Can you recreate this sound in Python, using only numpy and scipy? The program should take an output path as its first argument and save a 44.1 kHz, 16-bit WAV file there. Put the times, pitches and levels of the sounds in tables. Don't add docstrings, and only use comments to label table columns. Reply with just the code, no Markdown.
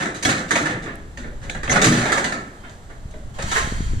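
import sys
import numpy as np
from scipy import signal
from scipy.fft import rfft, irfft
from scipy.io import wavfile

SR = 44100
rng = np.random.default_rng(int(sys.argv[2]) if len(sys.argv) > 2 else 0)


def persist_wave(psi):
    counts = np.round(np.clip(psi, -1, 1) * 32767).astype(np.int16)
    wavfile.write(sys.argv[1], SR, np.atleast_2d(counts).T)


N = 176400

# (frequency [Hz], spectral level [dB])
DRONE_COLOUR = [(90, 8.5), (250, -0.5), (420, -4.5), (620, -4), (1000, -6.5), (1800, -9.5), (2500, -17),
                (3800, -17), (5200, -22), (7500, -16.5), (14000, -38)]
# (time [s], level [dB])
WIND_LEVEL = [(0, -52), (1.1, -37.5), (1.35, -32), (1.8, -30.5), (2.1, -42), (2.6, -43), (3.0, -37.5),
              (3.5, -30), (3.75, -27), (4, -18.5)]
# (frequency [Hz], spectral level [dB])
RUMBLE_COLOUR = [(27, -5), (60, -8), (120, -16), (250, -29), (2500, -100)]
# (time [s], peak level [dB], frequency [Hz])
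WIND_BUFFETS = [(3.059, -24, 50), (3.444, -18.5, 55.6), (3.647, -21, 65), (3.675, -19.5, 115),
                (3.724, -17, 118), (3.807, -15.5, 88), (3.935, -20, 104)]
# (frequency [Hz], level [dB], t60 [s])
BED_MODES = [(119, -0.5, 0.27), (154, -4.5, 0.36), (187, -4, 0.41), (239.6, -4.5, 0.47), (279, 1, 0.19),
             (318.2, 1.5, 0.31)]
# (time [s], level [dB], pitch the spot favours [Hz])
BED_LANDINGS = [(.256, -20, 285), (0.287, -21, 130), (.518, -21.5, 266), (0.607, -27, 187),
                (1.85, -14, 310), (1.863, -11.5, 119), (1.883, -9, 212), (1.903, -18.5, 290),
                (1.978, -15, 119)]
# (time [s], frequency [Hz], bandwidth [Hz], level [dB], half length [s])
STEEL_NOTES = [(0.957, 9100, 4500, -40.5, 0.00068), (1.499, 2240, 690, -18, 0.0014),
               (1.717, 6340, 840, -18.5, 0.0087), (2.664, 3150, 30, -54.5, 0.042),
               (3.396, 620, 293, -31, 0.0079)]
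# (frequency [Hz], spectral level [dB])
STEEL_COLOUR = [(50, -15), (85, -12.5), (135, -1.5), (295, -3), (450, -6), (650, -3), (1000, -9.5),
                (1300, -4), (1750, -1), (2120, -7.5), (3000, -15.5), (3800, -10.5), (5200, -18.5),
                (6300, -11.5), (7900, -14), (9500, -22.5), (11500, -34.5), (15000, -27.5)]
# (frequency [Hz], level [dB], t60 [s])
FRAME_MODES = [(436, -34, 0.66), (1300, -19.5, 1), (1573, -23, 0.95), (1963, -10, 0.18),
               (4690, -12.5, 0.15)]
# (low edge [Hz], high edge [Hz], t60 [s], crack [dB], yard echo [dB])
STEEL_REGISTERS = [(50, 506, 0.77, -39, -12), (444, 2950, 0.47, 7.5, -16.5), (2300, 11250, 0.34, 5.5, -26)]
# (time [s], level [dB])
DRAG_FORCE = [(3.34, -44.5), (3.44, -46), (3.485, -30), (3.52, -30), (3.572, -21.5), (3.61, -34),
              (3.68, -36), (3.75, -38.5), (4, -47.5)]
# (thud [dB], clang [dB], jangle [dB])
DRAG_REGISTER_DB = (-20, -3, -1.5)
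# (frequency [Hz], level [dB], t60 [s])
PIECE_MODES = [(932, -10.5, 0.14), (1054, -8, 0.18), (1298, -7, 0.15), (1580, -13, 0.18),
               (1790, -16.5, 0.23), (1877, -17, .25), (3180, -16, 0.087)]
# (time [s], thud [dB], clang [dB], jangle [dB], chatter length [s])
STEEL_BLOWS = [(.001, -25, -25, -34.5, 0.012), (.023, -29.5, -26, -34, 0.0093),
               (0.056, -34.5, -29.5, -38.5, 0.0018), (.143, -34.5, -37, -36, 0.019),
               (.226, -31, -34, -23.5, 0.0097), (.25, -24.5, -18, -20.5, 0.0068),
               (.29, -28, -18, -23, 0.013), (.375, -29.5, -30, -34.5, 0.018),
               (0.479, -55, -45, -37.5, 0.032), (.508, -26.5, -18.5, -24, 0.0071),
               (.555, -31, -17, -24.5, 0.0092), (.612, -26, -34.5, -36, 0.015),
               (.656, -43, -22, -33, 0.0093), (0.696, -28, -27, -39.5, 0.017),
               (.822, -34.5, -38.5, -43, 0.02), (0.861, -34.5, -31, -68, 0.024),
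               (1.172, -36.5, -37, -41, 0.011), (1.233, -38.5, -39, -61, 0.013),
               (1.417, -39.5, -38.5, -44, 0.045), (1.497, -43, -36, -36.5, 0.0022),
               (1.547, -35.5, -32.5, -44, 0.0061), (1.632, -39, -30, -37, 0.021),
               (1.677, -28, -27.5, -44, 0.005), (1.695, -26.5, -21.5, -30, 0.007),
               (1.716, -23.5, -18.5, -24, 0.028), (1.758, -23, -16, -29, 0.012),
               (1.816, -22.5, -19.5, -17, 0.015), (1.843, -25, -18, -16.5, 0.0065),
               (1.868, -23.5, -23.5, -23.5, 0.0017), (1.921, -23.5, -22.5, -24.5, 0.033),
               (1.974, -32, -23.5, -27, 0.026), (2.015, -31, -20.5, -30, 0.066),
               (2.056, -29, -21, -31, 0.065), (2.12, -26, -19, -24.5, 0.0089),
               (2.174, -31.5, -22.5, -28, 0.0096), (2.242, -33.5, -22.5, -27, 0.0055),
               (2.322, -31.5, -26.5, -34.5, 0.005), (2.636, -46.5, -40.5, -65, 0.017),
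               (2.693, -59, -69, -50, 0.0048), (2.891, -47, -45.5, -57, 0.017),
               (3.105, -69, -72, -53, 0.0065), (3.137, -45.5, -48.5, -74, 0.0052),
               (3.387, -34, -30.5, -38.5, 0.019), (3.421, -37.5, -35.5, -33, 0.0048),
               (3.515, -40, -23, -28, 0.0081), (3.556, -38, -18.5, -37, 0.019)]
# (time [s], gain [dB])
BELLY_GAIN = [(.6, -3), (1.75, 1), (2.35, -0.5), (2.9, 5.5), (3.39, 4.5), (3.55, -6.5)]
# (frequency [Hz], phase lead [rad])
PORT_LEAD = [(740, 0), (1030, -2.0), (2100, -5.2), (2670, -1.9), (3400, .7), (6290, -1.8), (9000, -1.9),
             (11400, -6.3)]
# (frequency [Hz], level [dB])
PORT_BALANCE = [(300, 0.5), (690, 1.5), (1200, -5.5), (2300, 1.5), (4300, -3.5), (8000, -4), (12000, 1.5)]

APART_HZ, TREBLE_LIKENESS = 620, 0.39
DRONE_DB, SWELL_DB = -46, 1.0
WIND_APART_DB = -12.5
BED_RISE_S, SPOT_OCTAVES = 0.0036, 0.39
CRACK_T60_S, YARD_T60_S = 0.033, 1.06
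CHATTER_SPREAD, DRAG_SPREAD = 1.18, 0.35
CHATTER_RISE = 0.088
FIRST_CONTACT, FIRM_DB = 0.46, -31.5
BELLY_HZ, TOP_HZ = (440, 870), 15200


def undb(db):
    return 10 ** (np.asarray(db) / 20)


def unit(x):
    return x / np.sqrt(np.mean(x ** 2))


def fade(t, t60):
    return np.exp(-np.log(1000) * t / t60)


def over_hz(table, n):
    hz, value = np.array(table, float).T
    bin_hz = np.maximum(np.arange(n // 2 + 1), .5) * SR / n
    return np.interp(np.log(bin_hz), np.log(hz), value)


def over_time(table):
    return undb(np.interp(np.arange(N) / SR, *np.array(table, float).T))


def colour(x, table):
    return irfft(rfft(x) * undb(over_hz(table, x.shape[-1])), x.shape[-1])


def band(x, lo_hz, hi_hz, order=3):
    return signal.sosfilt(signal.butter(order, [lo_hz, hi_hz], "band", fs=SR, output="sos"), x)


def stereo_noise(n):
    apart = (np.arange(n // 2 + 1) * SR / n / APART_HZ) ** 4
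    likeness = 1 - (1 - TREBLE_LIKENESS) * apart / (1 + apart)
    noise = rfft(rng.standard_normal((3, n)))
    return irfft(np.sqrt(likeness) * noise[0] + np.sqrt(1 - likeness) * noise[1:], n)


def microphone_ports(x):
    half, n = np.array([[.5], [-.5]]), 2 * N
    shade = undb(half * over_hz(PORT_BALANCE, n))
    delay = np.exp(1j * half * over_hz(PORT_LEAD, n))
    return irfft(rfft(x, n) * shade * delay, n)[:, :N]


def distant_machines():
    swell = np.interp(np.arange(N), np.linspace(0, N, 20), rng.standard_normal(20))
    drone = unit(band(colour(stereo_noise(N), DRONE_COLOUR), 76, 16000))
    return drone * undb(DRONE_DB + SWELL_DB * swell)


def wind():
    t = np.arange(N) / SR
    mid, side = (unit(colour(rng.standard_normal(N), RUMBLE_COLOUR)) for _ in range(2))
    out = (mid + undb(WIND_APART_DB) * side * np.array([[1], [-1]])) * over_time(WIND_LEVEL)
    for at, db, hz in WIND_BUFFETS:
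        phase = 2 * np.pi * hz * (t - at)
        out -= np.pi * undb(db) * phase / (1 + phase ** 2) ** 2
    return out


def trailer_bed():
    out = np.zeros(N)
    for start, db, spot_hz in BED_LANDINGS:
        t = np.maximum(np.arange(N) / SR - start, 0)
        rise = 1 - np.exp(-t / BED_RISE_S)
        for hz, mode_db, t60 in BED_MODES:
            favour = np.exp(-(np.log2(hz / spot_hz) / SPOT_OCTAVES) ** 2 / 2)
            out += favour * undb(db + mode_db) * np.sin(2 * np.pi * hz * t) * fade(t, t60) * rise
    return out


def short_steel_notes():
    t, noise = np.arange(N) / SR, stereo_noise(N)
    out = np.zeros((2, N))
    for at, hz, width, db, half_length in STEEL_NOTES:
        note = unit(band(noise, hz - width / 2, hz + width / 2, order=2))
        out += undb(db) * note * np.exp(-((t - at) / half_length) ** 2 / 2)
    return out


def contacts(n, spread):
    size, force = rng.standard_normal((2, n))
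    return size * np.exp(spread * np.minimum(force, np.pi))


def steel_ring(lo_hz, hi_hz, t60, crack_db, echo_db):
    t = np.arange(SR) / SR
    crack, thicket, echo = (unit(band(colour(stereo_noise(SR), STEEL_COLOUR), lo_hz, hi_hz))
                            for _ in range(3))
    ring = undb(crack_db) * crack * fade(t, CRACK_T60_S) + thicket * fade(t, t60)
    ring += undb(echo_db) * echo * fade(t, YARD_T60_S)
    for (hz, db, mode_t60), phase in zip(FRAME_MODES, rng.uniform(0, 2 * np.pi, len(FRAME_MODES))):
        if lo_hz < hz < hi_hz:
            ring += undb(db) * np.sin(2 * np.pi * hz * t + phase) * fade(t, mode_t60)
    return ring


def dragged_piece():
    t = np.arange(SR) / SR
    sliding = np.arange(N) / SR > DRAG_FORCE[0][0]
    force = unit(contacts(N, DRAG_SPREAD)) * over_time(DRAG_FORCE) * sliding
    rings = [steel_ring(*register) for register in STEEL_REGISTERS]
    body = sum(undb(db) * ring / np.sqrt(np.sum(ring ** 2) / 2)
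               for db, ring in zip(DRAG_REGISTER_DB, rings))
    for hz, db, t60 in PIECE_MODES:
        mode = np.sin(2 * np.pi * hz * t) * fade(t, t60)
        body += undb(db) * mode / np.linalg.norm(mode)
    return signal.fftconvolve(force[None], body, axes=1)[:, :N]


def struck_spot(blows):
    t = np.arange(SR // 5) / SR
    hz = np.arange(len(t) // 2 + 1) * SR / len(t)
    forces = np.zeros((3, N + SR))
    rings = [steel_ring(*register) for register in STEEL_REGISTERS]
    for start, thud_db, clang_db, jangle_db, length in blows:
        firmness = min(undb(clang_db - FIRM_DB), 1)
        rise_s = CHATTER_RISE * length * (1 - firmness) + 1 / SR
        envelope = (1 - np.exp(-t / rise_s)) * np.exp(-(t / length) ** 2 / 2)
        chatter = contacts(len(t), CHATTER_SPREAD) * envelope
        push = chatter / np.linalg.norm(chatter) + FIRST_CONTACT * firmness * (t == 0)
        i = int(start * SR)
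        for force, db, (lo_hz, hi_hz, *_) in zip(forces, (thud_db, clang_db, jangle_db), STEEL_REGISTERS):
            in_band = rfft(push)[(hz > lo_hz) & (hz < hi_hz)]
            force[i:i + len(t)] += undb(db) * push / np.sqrt(np.mean(abs(in_band) ** 2))
    return sum(signal.fftconvolve(force[None, :N], ring, axes=1)[:, :N]
               for force, ring in zip(forces, rings))


def knocking_steel(spots):
    return sum(struck_spot(STEEL_BLOWS[spot::spots]) for spot in range(spots))


def scene():
    steel = knocking_steel(spots=6) + dragged_piece()
    steel += (over_time(BELLY_GAIN) - 1) * band(steel, *BELLY_HZ, order=1)
    return microphone_ports(steel + short_steel_notes() + trailer_bed() + distant_machines()) + wind()


def record(dry):
    lowpass = signal.ellip(10, .2, 80, TOP_HZ, fs=SR, output="sos")
    return signal.sosfilt(lowpass, np.clip(dry, -1, 1))


dry = scene()
out = record(dry)
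persist_wave(out)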